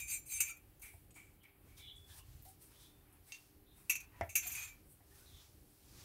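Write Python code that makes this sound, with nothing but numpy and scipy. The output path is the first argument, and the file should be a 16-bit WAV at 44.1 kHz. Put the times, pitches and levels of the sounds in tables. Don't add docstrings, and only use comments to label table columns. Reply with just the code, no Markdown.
import sys
import numpy as np
from scipy import signal
from scipy.fft import rfft, irfft, next_fast_len
from scipy.io import wavfile
from scipy.ndimage import uniform_filter1d, map_coordinates

SR = 44100
rng = np.random.default_rng(int(sys.argv[2]) if len(sys.argv) > 2 else 0)


def store_wav(level_fs):
    pcm = np.round(np.clip(np.atleast_2d(level_fs), -1, 1) * 32767)
    wavfile.write(sys.argv[1], SR, pcm.T.astype(np.int16))


N = 266364
T = np.arange(N) / SR
RING_T = np.arange(SR // 4) / SR


def amp(db):
    return 10 ** (np.asarray(db) / 20)


def unit(x):
    return x / np.sqrt(np.mean(x ** 2) + 1e-20)


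def along(points, hz):
    point_hz, values = np.transpose(points)
    return np.interp(np.log(hz + 1), np.log(point_hz + 1), values)


def filtered(x, response):
    size = next_fast_len(N + SR // 2)
    spectrum = rfft(x, size) * response(np.fft.rfftfreq(size, 1 / SR))
    return irfft(spectrum, size)[..., :N]


def noise(colour):
    return unit(filtered(rng.standard_normal(N), lambda hz: amp(along(colour, hz))))


def wobble(rate, size=N):
    knots = rng.standard_normal(size // 32)
    return map_coordinates(knots[:int(size * rate / SR) + 4], [T[:size] * rate], order=2)


def complex_noise(values):
    return values() + 1j * values()


def peaks(modes):
    def response(f):
        total = 0
        for k, (centre, width, db) in enumerate(modes):
            resonance = 1j * f * width / (centre * centre - f * f + 1j * f * width)
            total = total + (-1) ** k * amp(db) * resonance
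        return total
    return response


def add(track, s, sound):
    part = track[round(s * SR):][:len(sound)]
    part += sound[:len(part)]


def ring(hz, db, t60, attack, blur):
    drift = np.cumsum(rng.standard_normal((len(hz), len(RING_T))), axis=1) / SR
    phase = rng.uniform(0, 2 * np.pi, (len(hz), 1)) + blur * hz[:, None] * drift
    decay = amp(db[:, None] - 60 * RING_T / t60[:, None])
    modes = decay * np.sin(2 * np.pi * hz[:, None] * RING_T + phase)
    return (modes * (1 - np.exp(-RING_T / attack))).sum(0)


def swell(s, rise, fall):
    return amp(-20 * np.where(T < s, (s - T) / max(rise, .005), (T - s) / max(fall, .005)))


# frequency_hz, level_db
ROOM_COLOUR = [(13, -37), (22, -4), (60, 0), (102, 0), (222, -9), (313, -5.5), (413, -13), (552, -17),
               (600, -20), (780, -51.5), (1320, -120)]
# frequency_hz, level_db
HISS_COLOUR = [(290, -34), (500, -5), (828, 1.5), (929, -8.5), (1010, -5.5), (3110, -9.5), (3700, -14),
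               (4660, -14.5), (5780, -30.5), (12000, -3.5), (15600, -7)]
# time_s, level_db
BUMP_LEVELS = [(0.0, -59.5), (0.69, -63.5), (0.99, -61.5), (1.15, -68.5), (1.61, -71), (1.68, -62.5),
               (1.98, -62), (2.45, -59.5), (2.56, -66.5), (3.75, -72.5), (3.9, -59.5), (4.4, -60.5),
               (4.89, -67), (5.05, -70), (5.2, -60.5), (5.75, -72.5), (6.0, -60.5)]
# frequency_hz, level_db
BUMP_COLOUR = [(22, -31.5), (40, -1), (85, 0), (130, -6), (220, -35)]
# pitch_hz, level_db
HUM_TONES = [(296.1, -84), (398.4, -83)]
ROOM_DB, HISS_DB = -70, -72


def background():
    hum = 0
    for hz, db in HUM_TONES:
        level = amp(db + 2.5 + 4.53 * wobble(9))
        hum = hum + level * np.sin(2 * np.pi * hz * T + .8 * wobble(14))
    bump_db = np.interp(T, *np.transpose(BUMP_LEVELS)) - 2.5 + 2.9 * wobble(9)
    bumps = amp(bump_db) * noise(BUMP_COLOUR)
    rumble = amp(ROOM_DB + 2.46 * wobble(9.2)) * noise(ROOM_COLOUR)
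    return rumble + amp(HISS_DB) * noise(HISS_COLOUR) + bumps + hum


# pitch_hz, rim_scrape_db, rim_strike_db, well_strike_db,
# well_scrape_db, t60_s (ringing freely)
PLATE_MODES = [(2241.6, -29.5, 3.5, -19.5, -25.5, 0.06), (2335, -5.5, -18.5, -16.5, -4, 0.17),
               (2475.9, -6, -5, -6, 2.5, 0.148), (2656.6, -18.5, 0, 4.5, -12, 0.0765),
               (2687, -20, -22, -1.5, -7, 0.1215), (3747, -24, -17, -40, -27, 0.07),
               (4669, -12, -16, -32, -20.5, 0.09), (4904, -20, -12.5, -16, -39.5, 0.072),
               (5778, -24, -19, -10, -14, 0.17), (5845, -17, -17, -8, -15.5, 0.17),
               (6300, 0.5, -4.5, -8, -16, 0.161), (6445, -14, -5.5, -7.5, -6.5, 0.12),
               (6711, -11, -5.5, -7.5, -3.5, 0.13), (7224, -4, -4.5, -13.5, 1.5, 0.22),
               (7337, -3.5, -10, -24.5, -25, 0.1998), (7620, -25, -15.5, -17, -14, 0.148),
               (7960, -17, -13.5, -24, -24, 0.1), (8322, 3, 3.5, -13.5, -6, 0.11),
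               (8887, -9, -7.5, -20.5, -8, 0.1), (9280, -21, -18, -20, -11.5, 0.12),
               (9460, -11, -16, -23.5, -23, 0.0992), (9920, 1, -10, -15.5, -22, 0.1),
               (10210, -2.5, -6.5, -13, -13, 0.083), (10532, -20.5, -8, -10.5, -11, 0.14),
               (10780, -21.5, -8, -24, -17, 0.086), (11653, -22.5, -16.5, -2.5, -13, 0.12),
               (11984, -18.5, -13.5, -8.5, -4, 0.1), (12207, -7, -2.5, -8, -2, 0.12),
               (12650, -12.5, -4.5, -7.5, -7.5, 0.11), (12880, -22, -13, -10, -15, 0.1),
               (13450, -8.5, -10.5, -9.5, -7.5, 0.11), (13840, -4, -12.5, -10, -12, 0.11),
               (14260, -5.5, -6, -14.5, -13.5, 0.085), (15015, -14.5, -16, -8, -11, 0.09)]
# frequency_hz, level_db
GLAZE_GRIT = [(530, -37), (900, -25.5), (1880, -14), (2390, 5), (3260, -15.5), (6500, -18), (7770, -11),
              (8650, -11), (12500, -12), (15500, -18)]
# frequency_hz, level_db
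WELL_RASP = [(470, -42.5), (800, -17.5), (2180, -8.5), (2440, -11.5), (3130, -11), (7010, -17.5),
             (15500, -22)]
# touch_s, middle_s, lift_s, touch_db, middle_db, lift_db,
# touch_tilt_db_per_octave, lift_tilt_db_per_octave, well_share (0 rim, 1 well)
RIM_DRAGS = [(0.0, .005, 0.0302, -36.5, -42.5, -48.5, -1, -3, 0.175),
             (.078, .144, 0.166, -45, -37.5, -45, 0, 2, 0.278),
             (.265, .32, 0.3874, -58.5, -43, -46, 6.5, -2.5, 0.05),
             (.45, .5, 0.515, -43.5, -44, -53, 0.14, -2.5, 0.684)]
WELL_DRAGS = [(4.43, 4.48, 4.525, -50, -46.5, -49, .01, .01, 1),
              (4.535, 4.584, 4.7044, -48.5, -44.5, -58.5, .01, .01, 0.7)]
SET_IN_DB_PER_S, DIE_AWAY_DB_PER_S = 701.5, 367.5
WANDER = .0045


def scrape(strokes, start, grit, grit_db, free):
    span = round(start * SR) + np.arange(SR * 2 // 3)
    t, rows, size = T[span], np.array(strokes), len(span)
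    stroke_db = []
    for touch, middle, lift, *levels in strokes:
        before = SET_IN_DB_PER_S * np.maximum(touch - t, 0)
        after = DIE_AWAY_DB_PER_S * np.maximum(t - lift, 0)
        stroke_db.append(np.interp(t, [touch, middle, lift], levels[:3]) - before - after)
    db = np.max(stroke_db, axis=0) + 2.55 * wobble(57.69, size)
    ends = rows[:, 0:3:2].ravel()
    tilt = np.interp(t, ends, rows[:, 6:8].ravel())
    well = np.clip(np.interp(t, ends, rows[:, 8].repeat(2)), 0, 1)
    tone = 0
    for hz, rim_db, _, _, well_db, t60 in PLATE_MODES:
        place_db = well * well_db + (1 - well) * rim_db
        level = place_db + tilt * np.log2(hz / 6000) + 3.02 * wobble(19.22, size)
        force = amp(db + level - 10.5) * complex_noise(lambda: rng.standard_normal(size))
        pole = amp(-60 / (free * t60 * SR))
        shaken = signal.lfilter([np.sqrt(1 - pole ** 2)], [1, -pole], force)
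        cycles = hz * np.cumsum(1 + WANDER * wobble(25, size)) / SR
        tone = tone + (shaken * np.exp(2j * np.pi * cycles)).real
    out = np.zeros(N)
    out[span] = tone + amp(db + grit_db) * noise(grit)[span]
    return out


# start_s, turn_s (where the fade begins), start_db, turn_db,
# start_pitch_hz, settled_pitch_hz, air_over_line_db, line_fall_s (per 20 dB)
WHISTLES = [(0.081, 0.153, -74, -68.5, 3855, 4060, -6.5, 0.1),
            (.29, .385, -69.5, -65.5, 4119, 3735, -4, 0.0061),
            (0.376, .4, -56, -50.5, 2720, 2650, -15, 0.0075),
            (1.772, 1.897, -71.5, -58.5, 3600, 3425, 2.5, 0.24),
            (2.09, 2.114, -79.5, -70.5, 3500, 3511, 4.5, 0.01),
            (2.734, 2.856, -84, -73, 3400, 3593, 5.5, 0.21),
            (3.27, 3.32, -81.5, -70, 1900, 2198, -3.5, 0.07),
            (3.662, 3.718, -85, -77.5, 3600, 3710, 3, 0.24),
            (4.56, 4.663, -50, -53.5, 2453, 2490, -16, 0.0165), (5.26, 5.4, -76, -72, 3880, 3494, 3.5, 0.1)]
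AIR_FALL_S = 0.0925
ONSET_S = .02


def whistle():
    out, t = np.zeros(N), T[:SR // 2]
    for start, turn, start_db, turn_db, from_hz, to_hz, air_db, line_fall in WHISTLES:
        fade = turn - start + ONSET_S
        pitch = np.interp(t, [.3 * fade, 0.76 * fade], [from_hz, to_hz])
        carrier = np.exp(2j * np.pi * np.cumsum(pitch) / SR)

        def band(rate, fall):
            waver = complex_noise(lambda: wobble(rate, len(t)))
            return unit((carrier * waver).real) * amp(-20 * np.maximum(t - fade, 0) / fall)

        line, air = band(130, line_fall), band(1050, AIR_FALL_S)
        level = amp(np.interp(t, [0, ONSET_S, fade], [-120, start_db, turn_db]))
        add(out, start - ONSET_S, level * (line + amp(air_db) * air))
    return out


# time_s, level_db, well_share (0 rim, 1 well), tilt_db_per_octave,
# ring_length (factor on t60), clatter_db (relative to the tap)
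SPOON_TAPS = [(0.4049, -23, 0.03, 3, 0.96, -1.5), (0.262, -53, 0.08, 3.5, 1.1, -8.5),
              (0.478, -42.5, 0.29, 3, 0.9, -8), (0.57, -58, 0.56, 10, 0.51, 4.5),
              (0.797, -62, 0.6, 12, .6, -15), (0.819, -50, 0.5, 3, .9, -3), (0.858, -54, 0.95, 3, 1.1, -6),
              (3.898, -21, 0.95, 0.25, 0.948, 0.5), (3.9547, -31, 0.9, -2, 0.735, -3),
              (4.004, -42, 0.86, -1, 0.645, -2), (4.2935, -44, 0.23, -1.5, 1.6, -3),
              (4.3557, -20, 0.69, 2.5, 1.174, -4.5), (4.4696, -39, 0.4, 9.5, 1.23, -18.5),
              (4.5185, -38, 0.39, 5.5, 1.52, -20), (4.5523, -35.5, 0.14, 0, 0.88, -11)]


def taps():
    hz, _, rim_db, well_db, _, t60 = np.transpose(PLATE_MODES)
    out, grit, t = np.zeros(N), noise(GLAZE_GRIT), RING_T
    for s, db, well, tilt, length, clatter_db in SPOON_TAPS:
        share = np.clip(well, 0, 1)
        place_db = share * well_db + (1 - share) * rim_db
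        levels = place_db + tilt * np.log2(hz / 6000) + rng.normal(0, 0.505, len(hz))
        decay = amp(clatter_db - 60 * t / (0.108 * length)) * (1 - np.exp(-t / 0.0016))
        clatter = grit[round(s * SR):][:len(t)] * decay
        modes = ring(hz, levels, t60 * length, 0.0017, blur=0.3)
        add(out, s - .002, amp(db - 9.0) * (modes + clatter))
    return out


# start_s, level_db, centre_hz, t60_s
DISH_SCUFFS = [(0.489, -61.5, 1350, 0.252), (2.09, -64, 1674, 0.264), (2.185, -63, 2850, 0.21),
               (2.19, -69, 1087, 0.234), (2.455, -59, 760.4, 0.225), (1.4, -72, 3126, 0.417),
               (4.13, -65.5, 970, 0.3), (4.45, -57, 712.4, 0.2), (4.129, -69, 1893, 0.47),
               (5.11, -73, 1816, 0.37), (5.2, -68.5, 1504, 0.217)]
SCUFF_WIDTH, SCUFF_RISE_S = 0.0876, 0.00625


def scuffs():
    out, t = np.zeros(N), RING_T
    for s, db, hz, t60 in DISH_SCUFFS:
        edges = [hz * (1 - SCUFF_WIDTH / 2), hz * (1 + SCUFF_WIDTH / 2)]
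        band = signal.butter(2, edges, "bandpass", fs=SR, output="sos")
        friction = unit(signal.sosfilt(band, rng.standard_normal(len(t))))
        add(out, s, amp(db - 60 * t / t60) * (1 - np.exp(-t / SCUFF_RISE_S)) * friction)
    return out


# peak_s, rise_s (per 20 dB), fall_s (per 20 dB), crisp_db, soft_db, dull_db
HAND_STROKES = [(.6, 0.74, 0.29, -75, -93.5, -79), (0.822, 0.012, 0.172, -52.5, -70, -72),
                (1.159, -0.03, 0.1141, -63, -76, -65.5), (1.435, -0.4466, 0.0181, -64.5, -75.5, -87),
                (1.69, 0.47, 0.28, -76, -99, -77), (1.779, 0.0163, 0.11, -61.5, -63.5, -83),
                (2.095, 0.03, 0.12, -69, -68, -77), (2.191, 0.1247, 0.0289, -57, -64.5, -67.5),
                (2.453, -0.1853, 0.1927, -81.5, -69, -94), (2.49, 0.052, 0.0777, -60.5, -83.5, -84.5),
                (2.62, 0.0223, 0.1236, -59, -71, -76), (2.718, 0.0352, 0.24, -80.5, -78, -74.5),
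                (2.83, 0.1226, 0.1381, -65, -68, -85.5), (3.17, 0.4647, 0.0444, -78.5, -100, -75.5),
                (3.286, 0.06, 0.2933, -63, -73, -76.5), (3.42, 0.26, 0.22, -89, -75.5, -87),
                (3.78, 0.06, 0.2, -66.5, -82.5, -78), (4.05, 0.3571, -0.4856, -71, -73, -74),
                (4.2, 0.29, 0.1857, -88.5, -85, -68), (4.76, 0.47, 0.2, -77, -76.5, -76.5),
                (4.925, 0.09, 0.06, -63, -88.5, -97), (5.19, 0.22, 0.28, -65.5, -70, -75),
                (5.421, 0.188, 0.16, -75, -67.5, -75.5), (5.7, 0.74, 3.5, -74, -83, -114.5),
                (6.0, 0.2346, 4, -68.5, -63.5, -69.5)]
# frequency_hz, level_db
CRISP_RUSTLE = [(5000, -41.5), (8200, 0.5), (11000, 0), (15500, -3.5)]
SOFT_SWISH = [(2000, -12.5), (4200, -4), (5500, -2.5), (7500, -7), (10000, -25)]
DULL_BRUSH = [(500, -13), (900, -1), (1700, -5.5), (2600, -4.5), (4000, -25.5)]


def hand():
    grain = amp(0.47 * wobble(70))
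    shapes = np.array([swell(s, rise, fall) for s, rise, fall, *_ in HAND_STROKES])
    levels = amp(np.array(HAND_STROKES)[:, 3:]).T @ shapes
    colours = (CRISP_RUSTLE, SOFT_SWISH, DULL_BRUSH)
    return grain * sum(level * noise(colour) for level, colour in zip(levels, colours))


# start_s, level_db, t60_s
DISH_RUBS = [(0.822, -50, 0.299), (1.154, -55, 0.384), (1.428, -58.5, 0.302), (1.664, -70.5, 0.65),
             (1.78, -61.5, 0.417)]
# centre_hz, width_hz, level_db
HOLLOW_MODES = [(2280, 126, 9.5), (1270, 39, -18), (3110, 21, -12.5)]


def rubs():
    drive, t = np.zeros(N), T[:SR // 2]
    for s, db, t60 in DISH_RUBS:
        add(drive, s, amp(db + 1.5 - 60 * t / t60) * (1 - np.exp(-t / 0.0243)))
    hollow = unit(filtered(rng.standard_normal(N), peaks(HOLLOW_MODES)))
    return drive * amp(0.8 * wobble(49.92)) * hollow


# pitch_hz, level_db, t60_s
TABLE_MODES = [(400, -14, .04), (686, -3, 0.06), (860, -14, 0.05), (1367, -31.5, 0.2), (1788, -15, 0.0485),
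               (1982, -21, 0.055), (2658, -35, 0.061)]
# frequency_hz, level_db
WOOD_THUD = [(120, -47.5), (300, -15.5), (700, 5), (1300, -23), (2070, -0.5), (3500, -26.5), (8000, -61)]
# start_s, level_db, tilt_db_per_octave
TABLE_KNOCKS = [(0.939, -64.5, -2), (2.094, -74.5, -4.5), (2.454, -66, -1), (4.211, -33.5, 3),
                (5.006, -65.5, 0.5)]
SWAY_HZ, SWAY_DB, SWAY_S = 90, 1.5, .017


def knocks():
    hz, db, t60 = np.transpose(TABLE_MODES)
    out, wood, t = np.zeros(N), noise(WOOD_THUD), RING_T
    for s, peak_db, tilt in TABLE_KNOCKS:
        crack = 1.75 * amp(-60 * t / 0.0133) * np.sin(2 * np.pi * 800 * t)
        rough = uniform_filter1d(rng.standard_normal(len(t)), size=3)
        crack += 0.45 * amp(-60 * t / .007) * rough
        thud = 0.437 * amp(-60 * t / 0.07) * wood[round(s * SR):][:len(t)]
        levels = db + tilt * np.log2(hz / 700)
        modes = ring(hz, levels, t60, 0.8 / hz[:, None], blur=0.93)
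        swing = (t / SWAY_S * np.exp(1 - t / SWAY_S)) ** 3
        sway = amp(SWAY_DB - 2.84 * tilt) * swing * np.sin(2 * np.pi * SWAY_HZ * t)
        add(out, s, amp(peak_db + 1.5) * (modes + crack + thud + sway))
    return out


# pitch_hz, level_db, t60_s
FORK_MODES = [(6900, -3, .05), (8120, -1, .08), (9250, -3, .04), (12900, -8, .03)]
CUP_MODES = [(2215, -17, 0.072), (2731, -0.5, 0.125), (3658, -14.5, 0.126), (4600, -17, 0.09),
             (4915, -6.5, 0.041), (5910, -14, 0.125), (6480, -4.5, 0.062), (7310, -20, .08),
             (8080, -19.5, 0.105), (8516, -18, .1)]
# time_s, level_db, onset_s, click_db (relative to the touch)
FORK_TOUCHES = [(1.108, -61, .0006, -9), (1.1435, -62, .001, -12)]
CUP_TOUCHES = [(3.3222, -43.5, 0.00064, -1), (3.345, -47.5, 0.0058, -17)]
# frequency_hz, level_db
TOUCH_CLACK = [(1200, -37), (2200, 3), (5000, -3.5), (7000, -4.5), (9000, -9), (14000, -15.5)]


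def clink(modes, touches):
    hz, db, t60 = np.transpose(modes)
    out, clack, t = np.zeros(N), noise(TOUCH_CLACK), RING_T
    for s, peak_db, onset, click_db in touches:
        decay = amp(click_db - 60 * t / 0.009) + 0.2 * amp(-60 * t / 0.122)
        click = decay * clack[round(s * SR):][:len(t)]
        levels = db + rng.normal(0, 0.83, len(hz))
        add(out, s - .001, amp(peak_db) * (ring(hz, levels, t60, onset, blur=0.5) + click))
    return out


# time_s, level_db, centre_hz, t60_s
DRY_TICKS = [(1.153, -48.5, 8040, 0.5), (1.96, -54.5, 8700, 0.33), (2.4004, -58.5, 4040, 0.138),
             (2.4251, -44, 14600, 0.16), (2.452, -43.5, 11430, 0.107), (2.4857, -46, 9960, 0.16),
             (3.1277, -52.5, 10580, 0.193), (4.235, -52, 12600, 0.6), (5.701, -59.5, 8100, 0.17)]


def ticks():
    out, t = np.zeros(N), T[:SR // 4]
    for s, db, hz, t60 in DRY_TICKS:
        edges = [hz * .84, min(hz * 1.18, SR / 2 - 1)]
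        band = signal.butter(2, edges, "bandpass", fs=SR, output="sos")
        grain = rng.standard_normal(len(t))
        click = 1.08 * np.diff(grain, prepend=0) * amp(-60 * t / 0.00292)
        hiss = 0.562 * unit(signal.sosfilt(band, grain)) * amp(-60 * t / t60)
        add(out, s - .001, amp(db - 10.5) * (click + hiss))
    return out


# frequency_hz, t60_s
WALL_DECAY = [(200, 0.194), (2500, 0.212), (12000, 0.041)]


def walls(x):
    hz, t, z = signal.stft(rng.standard_normal(SR // 2), SR, nperseg=256)
    decay = amp(-60 * t / along(WALL_DECAY, hz)[:, None])
    tail = signal.istft(z * decay, SR, nperseg=256)[1]
    return signal.fftconvolve(np.pad(x, (150, 0)), tail / np.linalg.norm(tail))[:N]


def scene():
    strokes = scrape(RIM_DRAGS, 0, GLAZE_GRIT, grit_db=-14.0, free=0.75)
    strokes += scrape(WELL_DRAGS, 4.3, WELL_RASP, grit_db=-8.5, free=0.8)
    clinks = clink(FORK_MODES, FORK_TOUCHES) + clink(CUP_MODES, CUP_TOUCHES)
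    near = strokes + taps() + knocks() + clinks + ticks()
    soft = whistle() + scuffs() + hand() + rubs()
    sound = near + amp(-9.0) * walls(near) + soft + background()
    return sound + amp(-60.0) * walls(sound) * [[1], [-1]]


# frequency_hz, left_minus_right_db
SIDE_BALANCE = [(60, -1), (200, 0), (330, 0), (700, 1), (1200, 0), (5000, 0), (6400, -2), (8300, 4),
                (10000, 3), (11300, 0)]
TOP_HZ = 15750


def record(dry):
    def balance(hz):
        sides = amp(along(SIDE_BALANCE, hz) * np.array([[.5], [-.5]]))
        return sides * (hz < TOP_HZ)

    opposed_rumble = amp(ROOM_DB - 30.0) * noise(ROOM_COLOUR) * [[1], [-1]]
    return filtered(dry + opposed_rumble, balance)


dry = scene()
out = record(dry)
store_wav(out)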